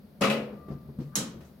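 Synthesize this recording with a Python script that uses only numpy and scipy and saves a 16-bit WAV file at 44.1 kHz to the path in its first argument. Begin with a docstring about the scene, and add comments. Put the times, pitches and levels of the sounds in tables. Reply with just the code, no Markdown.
"""Steel frame landing on a machine

A steel clamping frame drops onto a vacuum forming machine in a small workshop and lands with a rattling clank.
It bumps dully as it is pressed home, then a clamp scrapes and snaps shut; a thin squeal comes and goes.
Blows are decaying noise bands plus beating modes; rubs are swelling noise bands; the squeal is wavering sines.
A low hum and a steady bed of rumble and hiss lie beneath, made of shaped noise."""
import sys
import numpy as np
from scipy import signal
from scipy.fft import rfft, irfft
from scipy.io import wavfile

SR = 44100
rng = np.random.default_rng(int(sys.argv[2]) if len(sys.argv) > 2 else 0)


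def output_pcm(signal):
    """Save a mono or channel-first signal as 16-bit PCM at the path in sys.argv[1].

    Samples are clipped to [-1, 1] before scaling.
    """
    pcm = np.clip(np.atleast_2d(signal).T, -1, 1) * 32767
    wavfile.write(sys.argv[1], SR, np.round(pcm).astype(np.int16))


N = 70560
T = np.arange(N) / SR  # time [s]
HZ = np.fft.rfftfreq(N, 1 / SR)
LEFT_RIGHT = np.array([[.5], [-.5]])  # splits a left-minus-right difference between the channels

# likeness of the two channels: (frequency [Hz], likeness [-1 to 1])
CHANNEL_LIKENESS = [(60, 1), (140, 0.97), (290, 0.99), (640, 0.55), (1400, 0.42), (3100, 0.061),
                    (7000, 0.15), (15000, 0.95)]
# spectrum of the frame's steel contacts: (frequency [Hz], relative level per Hz [dB])
FRAME_COLOUR = [(40, -43), (75, -30), (100, -25), (130, -12), (155, -16), (195, -2), (250, -5), (310, -11),
                (560, -3.5), (920, -10.5), (1250, -9), (1700, -11.5), (2600, -10.5), (4500, -18.5),
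                (8000, -28.5), (12000, -33), (16000, -44)]
# strong modes of frame and cabinet: (frequency [Hz], relative level [dB], T60 [s])
FRAME_MODES = [(143.5, -10, .7), (210, -14, .55), (382, -8, .5), (433, -9, .45), (488, -12, .8),
               (580, -10, .55), (633, -10, .45), (835, -11, .4), (1032, -12, .3), (1260, -13, .3),
               (2021, -14, .35), (2350, -11, .22), (2530, -15, .25), (2616, -13, .3), (2947, -14, .27)]


def amp(db):
    """Decibels to gain."""
    return 10 ** (np.asarray(db) / 20)


def unit(x):
    """Scales to rms 1."""
    return x / np.sqrt(np.mean(x ** 2) + 1e-20)


def read(points, hz):
    """Reads a table on a log-frequency axis."""
    f, value = np.transpose(points)
    return np.interp(np.log(hz + 1), np.log(f + 1), value)


def add(mix, s, sound):
    """Mixes a sound in from time s."""
    part = mix[:, round(s * SR):]
    part += sound[..., :part.shape[1]]


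def decay(t60):
    """Exponential die-away that loses 60 dB in t60 seconds."""
    return np.exp(-np.log(1000) * T / t60)


def noise(db, likeness=CHANNEL_LIKENESS):
    """Stereo noise of rms 1: random phases under a given spectrum, with a set likeness of the channels."""
    a, b = np.exp(2j * np.pi * rng.random((2, len(HZ))))
    same = np.clip(read(likeness, HZ), -1, 1)
    mid = a * np.sqrt(1 + same)
    side = b * np.sqrt(1 - same)
    return unit(irfft(np.array([mid + side, mid - side]) * amp(db), N))


def narrow(hz, width_hz):
    """Spectrum in dB of one steep resonance, 12 dB down at the edges of its width."""
    return -40 * np.log10(1 + (2 * (HZ - hz) / width_hz) ** 2)


def lean(x, table):
    """Tips each frequency to the left or right."""
    return irfft(rfft(x) * amp(read(table, HZ) * LEFT_RIGHT), N)


def ripple(count=400):
    """Random narrow peaks and gaps in dB, different in each channel, shallower below 2 kHz."""
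    depth_db, spacing_hz = 3.8, 60
    knots = rng.standard_normal((2, count))
    at = np.arange(count) * spacing_hz
    return depth_db * np.minimum(HZ / 2000, 1) * np.array([np.interp(HZ, at, k) for k in knots])


def clatter(colour, t60, tilt_db, rise_s, boost_db=0, count=14):
    """Dense modes of sheet metal and room, as noise in bands that each die at their own speed."""
    octaves = np.log2(np.clip(HZ, 100, None) / 1000)  # the tilt pivots at 1 kHz
    z = rfft(noise(read(colour, HZ) + boost_db + tilt_db * octaves))
    centres = np.geomspace(60, 16000, count)
    out = np.zeros((2, N))
    for hz, band in zip(centres, np.eye(count)):
        out += irfft(z * np.interp(HZ, centres, band), N) * decay(read(t60, hz))
    return out * np.minimum(T / rise_s, 1)


def ring(modes, soft_hz=None, spread_db=1.5, rise_s=0.0042):
    """Strong, slowly beating modes, with level, phase and beat drawn at random for each call."""
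    beat_hz, twin_gain = 9.16, 0.39  # every mode has a close, weaker twin, randomly detuned
    out = np.zeros((2, N))
    for hz, db, t60 in modes:
        weight, lag, beat = rng.standard_normal(3)
        start, twin_start = 2 * np.pi * rng.random(2)
        # phase gap between the channels, on a random side
        apart = np.arccos(np.clip(read(CHANNEL_LIKENESS, hz), -1, 1)) * np.sign(lag) * LEFT_RIGHT
        main = np.sin(2 * np.pi * hz * T + start + apart)
        twin = np.sin(2 * np.pi * (hz + beat_hz * beat) * T + twin_start - apart)
        # a soft blow hardly reaches modes above soft_hz
        soft = 1 if soft_hz is None else 1 / (1 + (hz / soft_hz) ** 4)
        out += soft * amp(db + spread_db * weight) * decay(t60) * (main + twin_gain * twin)
    return out * np.minimum(T / rise_s, 1)


def rub(s, length, db, hz, width_hz):
    """A short slide: one band of friction noise swells and stops."""
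    swell = np.sqrt(abs(np.sin(np.pi * np.clip((T - s) / length, 0, 1))))
    return amp(db) * noise(narrow(hz, width_hz)) * swell


def clank():
    """The frame lands corner after corner and bounces; every blow stirs the same resonances."""
    # landing blows: (time [s], level [dB], treble tilt [dB per octave], mode level [dB], clang boost [dB])
    blows = [(.209, -29, -0.5, -34, -15), (.217, -25, -0.84, -26.5, -3.5), (.235, -26.5, 1, -28.5, 0),
             (.2985, -29, 3.5, -28, 6)]
    # die-away of the sheet metal: (frequency [Hz], T60 [s])
    t60 = [(100, 1), (250, 0.98), (600, 0.77), (1300, 0.53), (2600, 0.36), (4200, 0.36), (7000, 0.29),
           (15000, 0.3)]
    clang = np.exp(-((HZ - 2600) / 1700) ** 2)  # the band that a hard steel-on-steel hit brings out
    out = np.zeros((2, N))
    peaks = ripple()
    for s, db, tilt, ring_db, clang_db in blows:
        body = amp(db) * clatter(FRAME_COLOUR, t60, tilt, rise_s=0.0016, boost_db=clang_db * clang + peaks)
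        add(out, s, body + amp(ring_db) * ring(FRAME_MODES))
    return out


def rattle():
    """A few set cracks among many short, uneven contacts that weaken as the frame settles."""
    # single cracks in the chatter: (time [s], level [dB])
    cracks = [(0.2186, -27), (0.2288, -36), (0.245, -31), (0.299, -34)]
    # die-away of one contact: (frequency [Hz], T60 [s])
    t60 = [(200, 0.037), (2000, 0.068), (12000, 0.022)]
    start_s, contacts_per_s = 0.215, 97
    level_db, fade_db_per_s, spread_db = -26.5, 143, 1.5
    since = np.maximum(T - start_s, 0)
    hits = (rng.random(N) < contacts_per_s / SR) * (since > 0)
    uneven_db = spread_db * np.clip(rng.standard_normal(N), -2, 2)
    train = hits * amp(level_db - fade_db_per_s * since + uneven_db)
    for s, db in cracks:
        train[round(s * SR)] += amp(db)
    contact = clatter(FRAME_COLOUR, t60, tilt_db=0, rise_s=0.0012)
    return signal.fftconvolve(train[None], contact, axes=1)[:, :N]


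def cabinet_tone(curve):
    """One clean tone of the cabinet, a sine that wanders in pitch and throbs as it dies away."""
    s, hz, db = np.transpose(curve)
    level = amp(np.interp(T, s, db)) * (T > s[0]) * (T < s[-1])
    turns = np.cumsum(np.interp(T, s, hz)) / SR
    return np.sqrt(2) * level * np.sin(2 * np.pi * turns)


def cabinet_tones():
    """The two strongest tones of the cabinet, low and middle, after the landing."""
    # low tone: (time [s], pitch [Hz], level [dB])
    low = [(.208, 202, -50), (.218, 201, -26), (.262, 193, -34.5), (.295, 211, -24.5), (.335, 223.4, -37),
           (.36, 224.4, -32.5), (.465, 209.4, -46.5), (.5, 213.5, -51), (.55, 205.6, -43), (.615, 203, -56)]
    # middle tone: (time [s], pitch [Hz], level [dB])
    middle = [(.21, 560, -35.5), (.24, 538, -29), (.288, 550, -39), (.32, 555, -28.5), (.43, 527, -52),
              (.6, 514, -62.5)]
    return cabinet_tone(low) + cabinet_tone(middle)


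def rubbing():
    """Friction noise: steel skids on steel at the landing, then the frame rubs softly on its seal."""
    # soft rubs after the main bumps: (time [s], length [s], level [dB])
    rustles = [(0.701, 0.049, -67.5), (0.992, 0.058, -66.5)]
    skid = rub(0.2073, length=0.083, db=-33.5, hz=1200, width_hz=310)
    return skid + sum(rub(*row, hz=4340, width_hz=5300) for row in rustles)


def bumps():
    """Soft blows flex a cabinet panel, which swings on, and stir the low modes."""
    # dull bumps: (time [s], level [dB], treble tilt [dB per octave],
    # push level [dB], push frequency [Hz], mode level [dB])
    blows = [(.525, -42, 0.5, -67, 202.7, -39), (.682, -41, 1, -34, 312, -56),
             (.703, -37.5, -1, -31, 198, -49), (0.717, -44, -1.5, -36.5, 83, -30.5),
             (.751, -53, -4, -33, 174, -70), (.85, -52, -0.5, -45, 180.5, -30),
             (.885, -44.5, -1.5, -54, 179, -29.5), (.987, -36.5, -3, -24, 212, -49),
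             (1.0, -49, 4.5, -27.5, 214, -47), (1.015, -44.5, -4, -35, 257, -48),
             (1.34, -42, -5, -70, 177, -37), (1.405, -51, 5.5, -50, 183, -60)]
    # spectrum of a bump: (frequency [Hz], relative level per Hz [dB])
    colour = [(30, -34), (70, -14), (100, -25), (145, 4), (175, -12.5), (230, 0), (290, -5.5), (380, -2),
              (750, -17.5), (1500, -28.5), (3000, -40), (5000, -48.5), (10000, -62.5), (16000, -66)]
    # die-away of a bump: (frequency [Hz], T60 [s])
    t60 = [(80, 1), (200, 0.4), (600, 0.2), (3000, 0.37), (12000, 0.77)]
    delay_s, push_cycles = 0.004, 0.68  # a push is one brief flex of the panel
    panel_hz, panel_t60_s, panel_db = 141.6, 0.34, -13.5  # level relative to the push
    out = np.zeros((2, N))
    t = T - delay_s
    swing = np.cos(2 * np.pi * panel_hz * t) * decay(panel_t60_s)
    swing *= amp(panel_db) * np.minimum(T / delay_s, 1)
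    for s, db, tilt, push_db, push_hz, ring_db in blows:
        turns = push_hz * (t - s)
        out += amp(push_db) * np.cos(2 * np.pi * turns) * np.exp(-(turns / push_cycles) ** 2)
        body = amp(db) * clatter(colour, t60, tilt, rise_s=0.0046)
        modes = amp(ring_db) * ring(FRAME_MODES, soft_hz=177)
        add(out, s, body + amp(push_db) * swing + modes)
    return out


def ticks():
    """Short, dry contacts of steel on steel at the two main bumps, as fast-dying noise."""
    # light contacts: (time [s], level [dB])
    touches = [(.682, -54), (.9875, -46)]
    # spectrum of a tick: (frequency [Hz], relative level per Hz [dB])
    colour = [(200, 12), (420, 9.5), (1200, -10), (2500, -13.5), (5000, -23), (10000, -17), (16000, -37)]
    # die-away of a tick: (frequency [Hz], T60 [s])
    t60 = [(500, 0.12), (10000, 0.03)]
    out = np.zeros((2, N))
    for s, db in touches:
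        add(out, s, amp(db) * clatter(colour, t60, tilt_db=0, rise_s=0.00062))
    return out


def clamp():
    """The jaw scrapes, snaps with a bright steel ring and settles; the cabinet booms as it bites."""
    # snap and settling: (time [s], level [dB], treble tilt [dB per octave])
    snaps = [(1.1544, -25.5, 0.5), (1.172, -42, -4.5), (1.449, -64, -5.5)]
    # spectrum of a snap: (frequency [Hz], relative level per Hz [dB])
    snap_colour = [(40, -48), (200, -8.5), (700, -6), (1300, -1), (2200, -5.5), (4000, 1), (4800, -2.5),
                   (6700, 4.5), (8500, -1.5), (11000, -2.5), (13000, -12.5), (16000, -17)]
    # die-away of a snap: (frequency [Hz], T60 [s])
    snap_t60 = [(200, 1), (1200, 0.5), (3000, 0.4), (7000, 0.27), (14000, 0.2)]
    # modes of the steel clamp: (frequency [Hz], relative level [dB], T60 [s])
    steel_modes = [(1254, -8, .55), (3219, -12, .42), (3790, -9, .26), (3925, -5, .3), (3980, -8, .28),
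                   (5345, -1, .26), (5744, -2, .2), (5835, -5, .35), (6560, 11, .06), (7024, 0, .23),
                   (7849, -2, .22)]
    # spectrum of the cabinet boom: (frequency [Hz], relative level per Hz [dB])
    boom_colour = [(40, -21), (90, -33), (130, 2), (205, 3), (280, 0), (350, -7.5), (530, -5.5),
                   (750, -28.5), (2000, -42)]
    # die-away of the cabinet boom: (frequency [Hz], T60 [s])
    boom_t60 = [(100, 0.57), (250, 0.63), (700, 0.41)]
    # stereo lean of the clamp: (frequency [Hz], left minus right [dB])
    side_lean = [(1000, 0), (4500, 0), (6500, -5), (8300, 5.5), (9700, 4), (11000, -0.5), (15000, 4)]
    rise_s, steel_db = 0.001, -10.5  # ring level relative to the snap
    out = rub(1.12, length=0.06, db=-58, hz=1300, width_hz=1200)
    peaks = ripple()
    for s, db, tilt in snaps:
        steel = amp(steel_db) * ring(steel_modes, rise_s=rise_s)
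        add(out, s, amp(db) * (clatter(snap_colour, snap_t60, tilt, rise_s, peaks) + steel))
    boom = amp(-29) * clatter(boom_colour, boom_t60, tilt_db=0, rise_s=0.015)
    add(out, 1.158, boom)
    return lean(out, side_lean)


def squeal():
    """A faint, unsteady tone on the left, as of metal rubbing in a hinge: wavering sines plus rasp."""
    # loudness curve: (time [s], level [dB])
    curve = [(0.488, -72), (.58, -61.5), (0.691, -58), (.83, -70), (0.971, -81), (1.08, -74), (1.15, -60),
             (1.201, -90)]
    # partials: (frequency [Hz], relative level [dB])
    partials = [(1186, 0), (1945, -19)]
    pitch_waver, flutter_db = 0.0044, 1  # waver as a share of the pitch
    rasp_db, left_minus_right_db = -10.5, 6
    s, db = np.transpose(curve)
    waver = noise(narrow(0, width_hz=55))[0]
    flutter = noise(narrow(0, width_hz=113))[0]
    warped_s = np.cumsum(1 + pitch_waver * waver) / SR
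    tone = sum(amp(part_db) * np.sin(2 * np.pi * hz * warped_s) for hz, part_db in partials)
    level = np.interp(T, s, db, left=-120, right=-120) + flutter_db * flutter
    rasp = amp(rasp_db) * noise(narrow(partials[0][0], width_hz=280))  # friction noise around the tone
    return (np.sqrt(2) * tone + rasp) * amp(level + left_minus_right_db * LEFT_RIGHT)


def background():
    """A wavering low hum of narrow noise, slowly easing, over a steady bed of low rumble and treble hiss."""
    # spectrum of the steady bed: (frequency [Hz], relative level per Hz [dB])
    floor = [(20, -26), (45, -27), (72, 1), (105, -17.5), (145, -2), (230, -7), (310, -17), (560, -15),
             (850, -27), (1700, -33), (3000, -39.5), (4500, -35.5), (7500, -52), (12500, -38.5),
             (16000, -42.5)]
    # likeness of the channels in the steady bed, wide in the middle range, central in the treble hiss:
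    # (frequency [Hz], likeness [-1 to 1])
    floor_likeness = [(60, 0.89), (140, 1), (300, 0.87), (1400, 0.17), (4000, 0.067), (12000, 1)]
    hum_db, fade_db_per_s, floor_db = -51.5, 5.5, -53
    hum = amp(hum_db - fade_db_per_s * T) * noise(narrow(208.2, width_hz=60))
    return hum + amp(floor_db) * noise(read(floor, HZ), floor_likeness)


def scene():
    """All sources together."""
    landing = clank() + rattle() + cabinet_tones() + rubbing()
    pressing = bumps() + ticks()
    return landing + pressing + clamp() + squeal() + background()


def record(dry):
    """The microphone pair leans left, most in the low and middle range; then a low-pass limits the band."""
    # stereo lean of the pair: (frequency [Hz], left minus right [dB])
    left_lead = [(60, 2), (200, 2.04), (400, 2.5), (800, 3), (2400, 4), (5000, 0), (15000, 1)]
    edge = signal.firwin(511, 16000, window=("kaiser", 9), fs=SR)  # cutoff in Hz
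    return signal.oaconvolve(lean(dry, left_lead), edge[None], "same")


dry = scene()
out = record(dry)
output_pcm(out)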